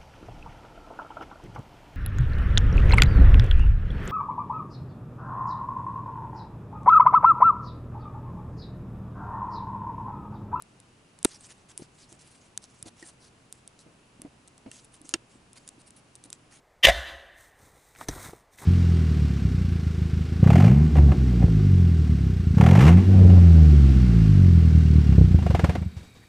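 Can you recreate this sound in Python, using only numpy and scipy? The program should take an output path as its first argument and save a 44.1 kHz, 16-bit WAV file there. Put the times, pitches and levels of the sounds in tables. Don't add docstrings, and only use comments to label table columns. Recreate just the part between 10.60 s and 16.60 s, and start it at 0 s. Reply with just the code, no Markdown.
import sys
import numpy as np
from scipy import signal
from scipy.fft import rfft, irfft
from scipy.io import wavfile
from scipy.ndimage import uniform_filter1d

SR = 44100
rng = np.random.default_rng(int(sys.argv[2]) if len(sys.argv) > 2 else 0)


def file_out(sig):
    cols = np.atleast_2d(sig).T
    lim = np.clip(cols, -1, 1)
    pcm = np.round(lim * 32767).astype(np.int16)
    wavfile.write(sys.argv[1], SR, pcm)


N = 264600

# hz, gain_db
SCRAPE_SPECTRUM = [(200, -8), (900, -4), (1800, -2.5), (3000, -2.5), (4200, -1), (5500, -1), (6200, -0.5),
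                   (7200, -1.5), (9000, 1.5), (10950, -2.5), (11250, -27), (16000, -50)]


def amp(db):
    return 10 ** (np.asarray(db) / 20)


def unit(x):
    energy = np.mean(np.sum(x ** 2, -1))
    return x / np.sqrt(energy + 1e-20)


def read(points, hz):
    f, value = np.transpose(points)
    return np.interp(np.log(hz + 1), np.log(f + 1), value)


def add(mix, s, sound):
    part = mix[:, max(round(s * SR), 0):][:, :sound.shape[-1]]
    part += sound[..., :part.shape[1]]


def freqs(size):
    return np.fft.rfftfreq(size, 1 / SR)


def mid_side(mid, side, alike):
    alike = np.clip(alike, 0, 1)
    return np.sqrt((1 + alike) / 2) * mid + np.sqrt((1 - alike) / 2) * np.array([side, -side])


def pair(size, alike):
    mid, side = rng.standard_normal((2, size))
    return mid_side(mid, side, alike)


def colour(x, gain):
    log_gain = np.log(np.maximum(gain / gain.max(), 1e-5))
    both_sides = np.r_[log_gain, log_gain[-2:0:-1]]
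    phase = -signal.hilbert(both_sides).imag[:len(gain)]
    return irfft(rfft(x) * np.exp(log_gain + 1j * phase))


def resonance(f, hz, width_hz):
    return 1 / (1 + ((f - hz) / width_hz) ** 2)


def treble(f, top_hz, air_db):
    return amp(np.interp(f, [top_hz, top_hz + 600, top_hz + 5000], [0, air_db, air_db - 13.5]))


def stop(t, length, fade=0.000595):
    return np.clip((length - t) / fade, 0, 1)


def contact(scatter_db, t60, size=2048):
    t = np.arange(size) / SR
    after_pulse = t > 0.0003
    pulse = amp(scatter_db) * unit(pair(size, 0.65) * amp(-60 * t / t60) * after_pulse)
    pulse[:, 0] += 1
    return pulse


def snap(pulse, hz, width_hz, top_hz, air_db):
    f = freqs(pulse.shape[-1])
    return unit(colour(pulse, treble(f, top_hz, air_db) * resonance(f, hz, width_hz)))


def wobble(size, count):
    smooth = uniform_filter1d(uniform_filter1d(rng.standard_normal(size), count), count)
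    return np.sqrt(1.5 * count) * smooth


def room():
    # hz, gain_db
    air_spectrum = [(20, -10.5), (60, -6), (130, -1.5), (300, -4.5), (500, -10), (1000, -11.5),
                    (2000, -17.5), (2800, -15.5), (3400, -21), (7000, -24), (10900, -25.5), (11300, -50.5),
                    (16000, -54)]
    # hz, likeness
    likeness = [(60, 0.96), (180, 0.98), (550, 0.49), (1650, 0.13), (4970, 0.45), (15000, 0.89)]
    air_db, hum_db, hum_hz, waver = -59, -72, 123.5, 0.38
    f, t = freqs(N), np.arange(N) / SR
    mid, side = rfft(rng.standard_normal((2, N)))
    air = irfft(mid_side(mid, side, read(likeness, f)) * amp(read(air_spectrum, f)), N)
    drift = irfft(rfft(rng.standard_normal(N)) * (f < 5), N)
    hum = (1 + waver * drift / drift.std()) * np.sin(2 * np.pi * hum_hz * t)
    return np.sqrt(N) * (amp(air_db) * unit(air) + amp(hum_db) * unit(hum))


def thuds(rise_s=0.0024, rub_t60=0.2, size=4096):
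    # start_s, energy_db, pitch_factor, rub_re_thud_db, length_s
    pushes = [(0.6512, 7.5, 1.05, -19, 0.0066), (1.195, -18.5, 1.07, -4.5, 0.029),
              (1.2197, -16, 0.77, -9.5, 0.0052), (1.52, -28, 1.01, -2.5, 0.045),
              (2.229, -23, 0.39, -14, 0.037), (2.259, -20, .97, -1, .034), (2.425, -20, 1, -11, .044),
              (3.263, -27, 0.91, 1, 0.047), (3.595, -23, 0.75, -14, .04), (3.618, -24.5, 0.94, -6, 0.026),
              (3.6485, -12.5, 0.88, -8.5, 0.031), (4.06, -19, 0.85, -1, .009),
              (4.068, -16, 0.812, -5, 0.028), (4.41, -24, 0.9, -13, 0.019), (4.4452, -25, 0.88, -8, 0.017),
              (4.5406, -5, 1, -13.5, 0.021), (4.754, -27, 0.91, -7.5, 0.0073),
              (5.179, -24, .91, -22, 0.012), (5.655, -26, 0.89, -7, .03)]
    # hz, level_db, t60_s
    bench_modes = [(137.3, -18.5, 0.087), (274, 5.5, 0.025), (325.8, 3.5, 0.069), (424, -20, 0.071),
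                   (632, -19, 0.086)]
    # hz, gain_db
    rub_spectrum = [(30, -15.5), (130, 5), (320, -2), (480, .5), (720, 0.5), (1100, -18), (2500, -19.5),
                    (6000, -37), (12000, -63.5)]
    right_lag_s = 0.00018
    out, t = np.zeros((2, N)), np.arange(size) / SR
    hz, mode_db, t60 = np.transpose(bench_modes)[:, :, None]
    for s, db, pitch, rub_db, length in pushes:
        gate = (1 - np.exp(-t / rise_s)) * stop(t, length)
        modes = amp(mode_db - 60 * t / t60) * np.sin(2 * np.pi * hz * pitch * t)
        swing = -gate * modes.sum(0)
        heard = np.array([swing, np.interp(t - right_lag_s, t, swing)])
        rub = colour(pair(size, 0.63), amp(read(rub_spectrum, freqs(size)))) * amp(-60 * t / rub_t60)
        add(out, s, amp(db) * (unit(heard) + amp(rub_db) * unit(rub * gate)))
    return out


def squeak(size=8192):
    start_s, level_db, hz, width_hz, tone_t60 = 2.4257, -21, 1860, 70, 0.085
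    grit_db, grit_t60, rise_s = -4, 0.02, 0.0006
    out, t, f = np.zeros((2, N)), np.arange(size) / SR, freqs(size)
    tone = colour(pair(size, 0.95), resonance(f, hz, width_hz)) * amp(-60 * t / tone_t60)
    grit = colour(pair(size, 0.7), amp(read(SCRAPE_SPECTRUM, f))) * amp(-60 * t / grit_t60)
    catch = np.minimum(t / rise_s, 1)
    add(out, start_s, amp(level_db) * catch * (unit(tone) + amp(grit_db) * unit(grit)))
    return out


def scrape(length, hz, flicker_db=2.3, sing_hz=1100, size=16384):
    grains_per_s, grit_db, patchy_db = 3500, 4.5, 2.5
    wander = 0.068
    t = np.arange(size) / SR
    bump_size = amp(grit_db * np.minimum(rng.exponential(1, size), 4))
    slips = (rng.random(size) < grains_per_s / SR) * bump_size
    drive = unit(slips * rng.choice([-1, 1], size)) + unit(pair(size, 0.91))
    f, _, z = signal.stft(drive, SR, nperseg=256)
    f, frames = f[:, None], z.shape[-1]
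    peak_db = 5.5 + 3 * np.log2(hz / 5000)
    peak_hz = hz * (1 + wander * wobble(frames, count=6))
    sing = peak_db * np.exp(-0.5 * ((f - peak_hz) / sing_hz) ** 2)
    patches = uniform_filter1d(rng.standard_normal(z.shape[1:]), size=6, axis=0)
    patches = uniform_filter1d(patches, size=8, axis=1)
    patch_gain_db = patchy_db * patches / patches.std()
    pressure_db = flicker_db * wobble(frames, count=4)
    z = z * amp(read(SCRAPE_SPECTRUM, f) + sing + patch_gain_db + pressure_db)
    hiss = signal.istft(z, SR, nperseg=256)[1][:, :size]
    length = max(length, 0.005)
    edge = 0.0037 + 0.28 * length
    press = np.sqrt(np.clip(t / edge, 0, 1) * stop(t, length + edge, edge))
    return edge / 2, np.sqrt(length * SR) * unit(hiss * press)


def strokes():
    # start_s, length_s, level_db, singing_hz
    firm_strokes = [(0.649, .048, -52, 8000), (0.698, 0.071, -52, 5000), (0.811, .063, -53.5, 8700),
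                    (0.891, 0.032, -52, 2000), (1.091, .033, -54.5, 1990), (1.18, 0.039, -55, 10000),
                    (1.222, .036, -56.5, 4950), (1.392, 0.061, -58, 4500), (1.484, 0.062, -60.5, 6900),
                    (1.594, .035, -57, 5650), (1.652, 0.13, -60.5, 2000), (2.024, 0.032, -55.5, 5940),
                    (2.26, 0.03, -50, 1990), (2.376, 0.1, -58.5, 2000), (2.455, .045, -50.5, 8440),
                    (2.61, 0.072, -59.5, 5430), (3.193, 0.035, -59.5, 5020), (4.119, 0.075, -54.5, 6500),
                    (4.324, .047, -57.5, 9900), (4.453, 0.064, -54.5, 7150), (4.961, 0.023, -52, 3000),
                    (5.194, 0.025, -59, 8600), (5.266, 0.023, -56.5, 8900), (5.368, 0.028, -57.5, 10200),
                    (5.642, 0.019, -55, 10000), (5.724, 0.033, -58, 7530), (5.918, 0.071, -57.5, 2040)]
    # start_s, end_s
    light_drags = [(0.795, 1.01), (1.35, 1.42), (1.501, 1.56), (1.799, 1.885), (2.085, 2.22), (2.48, 2.54),
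                   (2.931, 2.99), (4.095, 4.25), (4.7, 4.77), (4.98, 5.13)]
    drag_db, drag_hz = -65, 7150
    out = np.zeros((2, N))
    for start, length, db, hz in firm_strokes:
        lead_in, hiss = scrape(length, hz)
        add(out, start - lead_in, amp(db) * hiss)
    for start, end in light_drags:
        lead_in, hiss = scrape(end - start, drag_hz, flicker_db=2.5, sing_hz=700)
        add(out, start - lead_in, amp(drag_db) * hiss)
    return out


def ticks():
    # start_s, snap_energy_db, snap_hz, brightness (0-1)
    touches = [(0.0224, -20.5, 9500, .9), (0.2014, -29, 8650, .3), (0.5894, -28.5, 8300, 0.4),
               (0.629, -17, 8900, 0), (0.8095, -32, 8700, 0.2), (1.177, -10.5, 9440, 0.1),
               (1.527, -26.5, 7900, 0.4), (1.976, -6, 8050, 0.2), (2.041, -26, 6960, .1),
               (2.227, -13, 9600, .02), (2.926, -15.5, 8550, 1), (3.0767, -20, 9100, 0),
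               (3.1913, -33, 7000, .6), (3.6184, -17.5, 9500, 0.74), (3.8767, -29.5, 8500, 0.2),
               (3.8813, -30, 8230, .3), (3.9798, -31, 8050, .4), (4.2462, -30, 9700, 0),
               (4.251, -33, 9600, .2), (4.4159, -28, 9700, .4), (4.4923, -15, 8500, 0.7),
               (4.9317, -27, 9000, .3), (5.0775, -19.5, 8700, 0.2), (5.0898, -18.5, 8220, 0.3),
               (5.3066, -27.5, 8640, .4), (5.5543, -23, 8600, .05), (5.56, -30, 8600, 0.14),
               (5.6397, -23, 8600, 0.2), (5.703, -20.5, 8750, 0.1), (5.729, -13, 7400, 0.86)]
    # hz, gain_db
    body_spectrum = [(100, -18.5), (700, -10), (1300, 3), (2400, -7.5), (3700, 5.5), (4600, -2.5),
                     (5400, 8), (8000, 1.5), (11000, -9), (11600, -27), (16000, -42.5)]
    dull_air_db, bright_air_db = -30.5, -7
    dull_body_db, bright_body_db = -18.5, -15.5
    dull_body_hz, bright_body_hz = 3700, 4884
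    out, f = np.zeros((2, N)), freqs(2048)
    for s, db, hz, brightness in touches:
        air_db = dull_air_db + brightness * (bright_air_db - dull_air_db)
        body_hz = dull_body_hz + brightness * (bright_body_hz - dull_body_hz)
        body_db = dull_body_db + brightness * (bright_body_db - dull_body_db)
        body_db += 0.39 * max(-20 - db, 0)
        body_db += -15.5 * np.log2(hz / 8500)
        pulse = contact(scatter_db=-2.5, t60=0.0072)
        body_gain = amp(read(body_spectrum, f)) * (0.15 + resonance(f, body_hz, width_hz=650))
        body = unit(colour(pulse, body_gain))
        bright_snap = snap(pulse, hz, width_hz=2450, top_hz=11020, air_db=air_db)
        add(out, s, amp(db) * (bright_snap + amp(body_db) * body))
    return out


def knocks(size=4096):
    # start_s, crack_energy_db, crack_hz, crunch_energy_db, ring_energy_db, ring_centre_hz, length_s
    blows = [(0.6481, 5.5, 9700, -0.5, -9, 2700, 0.012), (0.6519, -13, 5920, -6, -6, 950, .0046),
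             (4.1152, -21.5, 8650, -38, -23.5, 2830, .03), (4.539, -7.5, 4900, -7.5, 2.5, 6000, 0.031),
             (4.542, -12.5, 5280, -6.5, -11.5, 3510, 0.033)]
    # hz, level_db, t60_s
    steel_modes = [(903, -10, 0.015), (1333, -6, 0.025), (1810, -5, 0.0286), (2754, -1, 0.029),
                   (3157, -7.5, 0.034), (3440, -8.5, .016), (3975, -6.5, 0.0112), (4476, -2.5, 0.0099),
                   (5360, -0.5, 0.013), (5530, 1, 0.018), (6720, 3.5, 0.012), (7630, -13.5, .011),
                   (7700, -5, 0.0096), (8700, 2.5, 0.013), (9180, 0.5, .011), (10150, -6, 0.00852)]
    # hz, gain_db
    crunch_spectrum = [(40, -4.5), (350, -17), (700, 2.5), (1300, 2), (3000, 4.5), (6000, -3), (9000, -2),
                       (11000, -6), (16000, -14.5)]
    out, t, f = np.zeros((2, N)), np.arange(size) / SR, freqs(size)
    hz, mode_db, t60 = np.transpose(steel_modes)[:, :, None]
    sign = (-1) ** np.arange(len(hz))[:, None]
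    for s, crack_db, crack_hz, crunch_db, ring_db, centre_hz, length in blows:
        top_hz = min(crack_hz + 3700, 11000)
        spread = centre_hz / 2930
        weight = amp(mode_db) / (1 + (np.log2(hz / centre_hz) / spread) ** 2)
        modes = (sign * weight * amp(-60 * t / t60) * np.sin(2 * np.pi * hz * t)).sum(0)
        ring = colour(modes * stop(t, length), treble(f, top_hz, air_db=-5))
        add(out, s, amp(ring_db) * unit(ring))
        grit = contact(scatter_db=9.5, t60=0.015, size=size)
        grit += amp(-8.5) * contact(scatter_db=7, t60=0.078, size=size)
        crunch_gain = amp(read(crunch_spectrum, f)) * treble(f, top_hz, air_db=-6)
        crunch = colour(grit * stop(t, length), crunch_gain)
        add(out, s, amp(crunch_db) * unit(crunch))
        pulse = contact(scatter_db=-0.5, t60=0.0098)
        crack = snap(pulse, crack_hz, width_hz=1800, top_hz=top_hz, air_db=-11.5)
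        add(out, s, amp(crack_db) * crack)
    return out


def scene():
    background = room()
    work = thuds() + squeak() + strokes() + ticks()
    work += knocks() * amp([[-0.6], [0.6]])
    return background + work * amp([[-0.2], [0.2]])


def record(dry):
    low_pass = signal.firwin(511, 16200, window=("kaiser", 9), fs=SR)
    return signal.oaconvolve(dry, low_pass[None], "same")


dry = scene()
out = record(dry)
file_out(out)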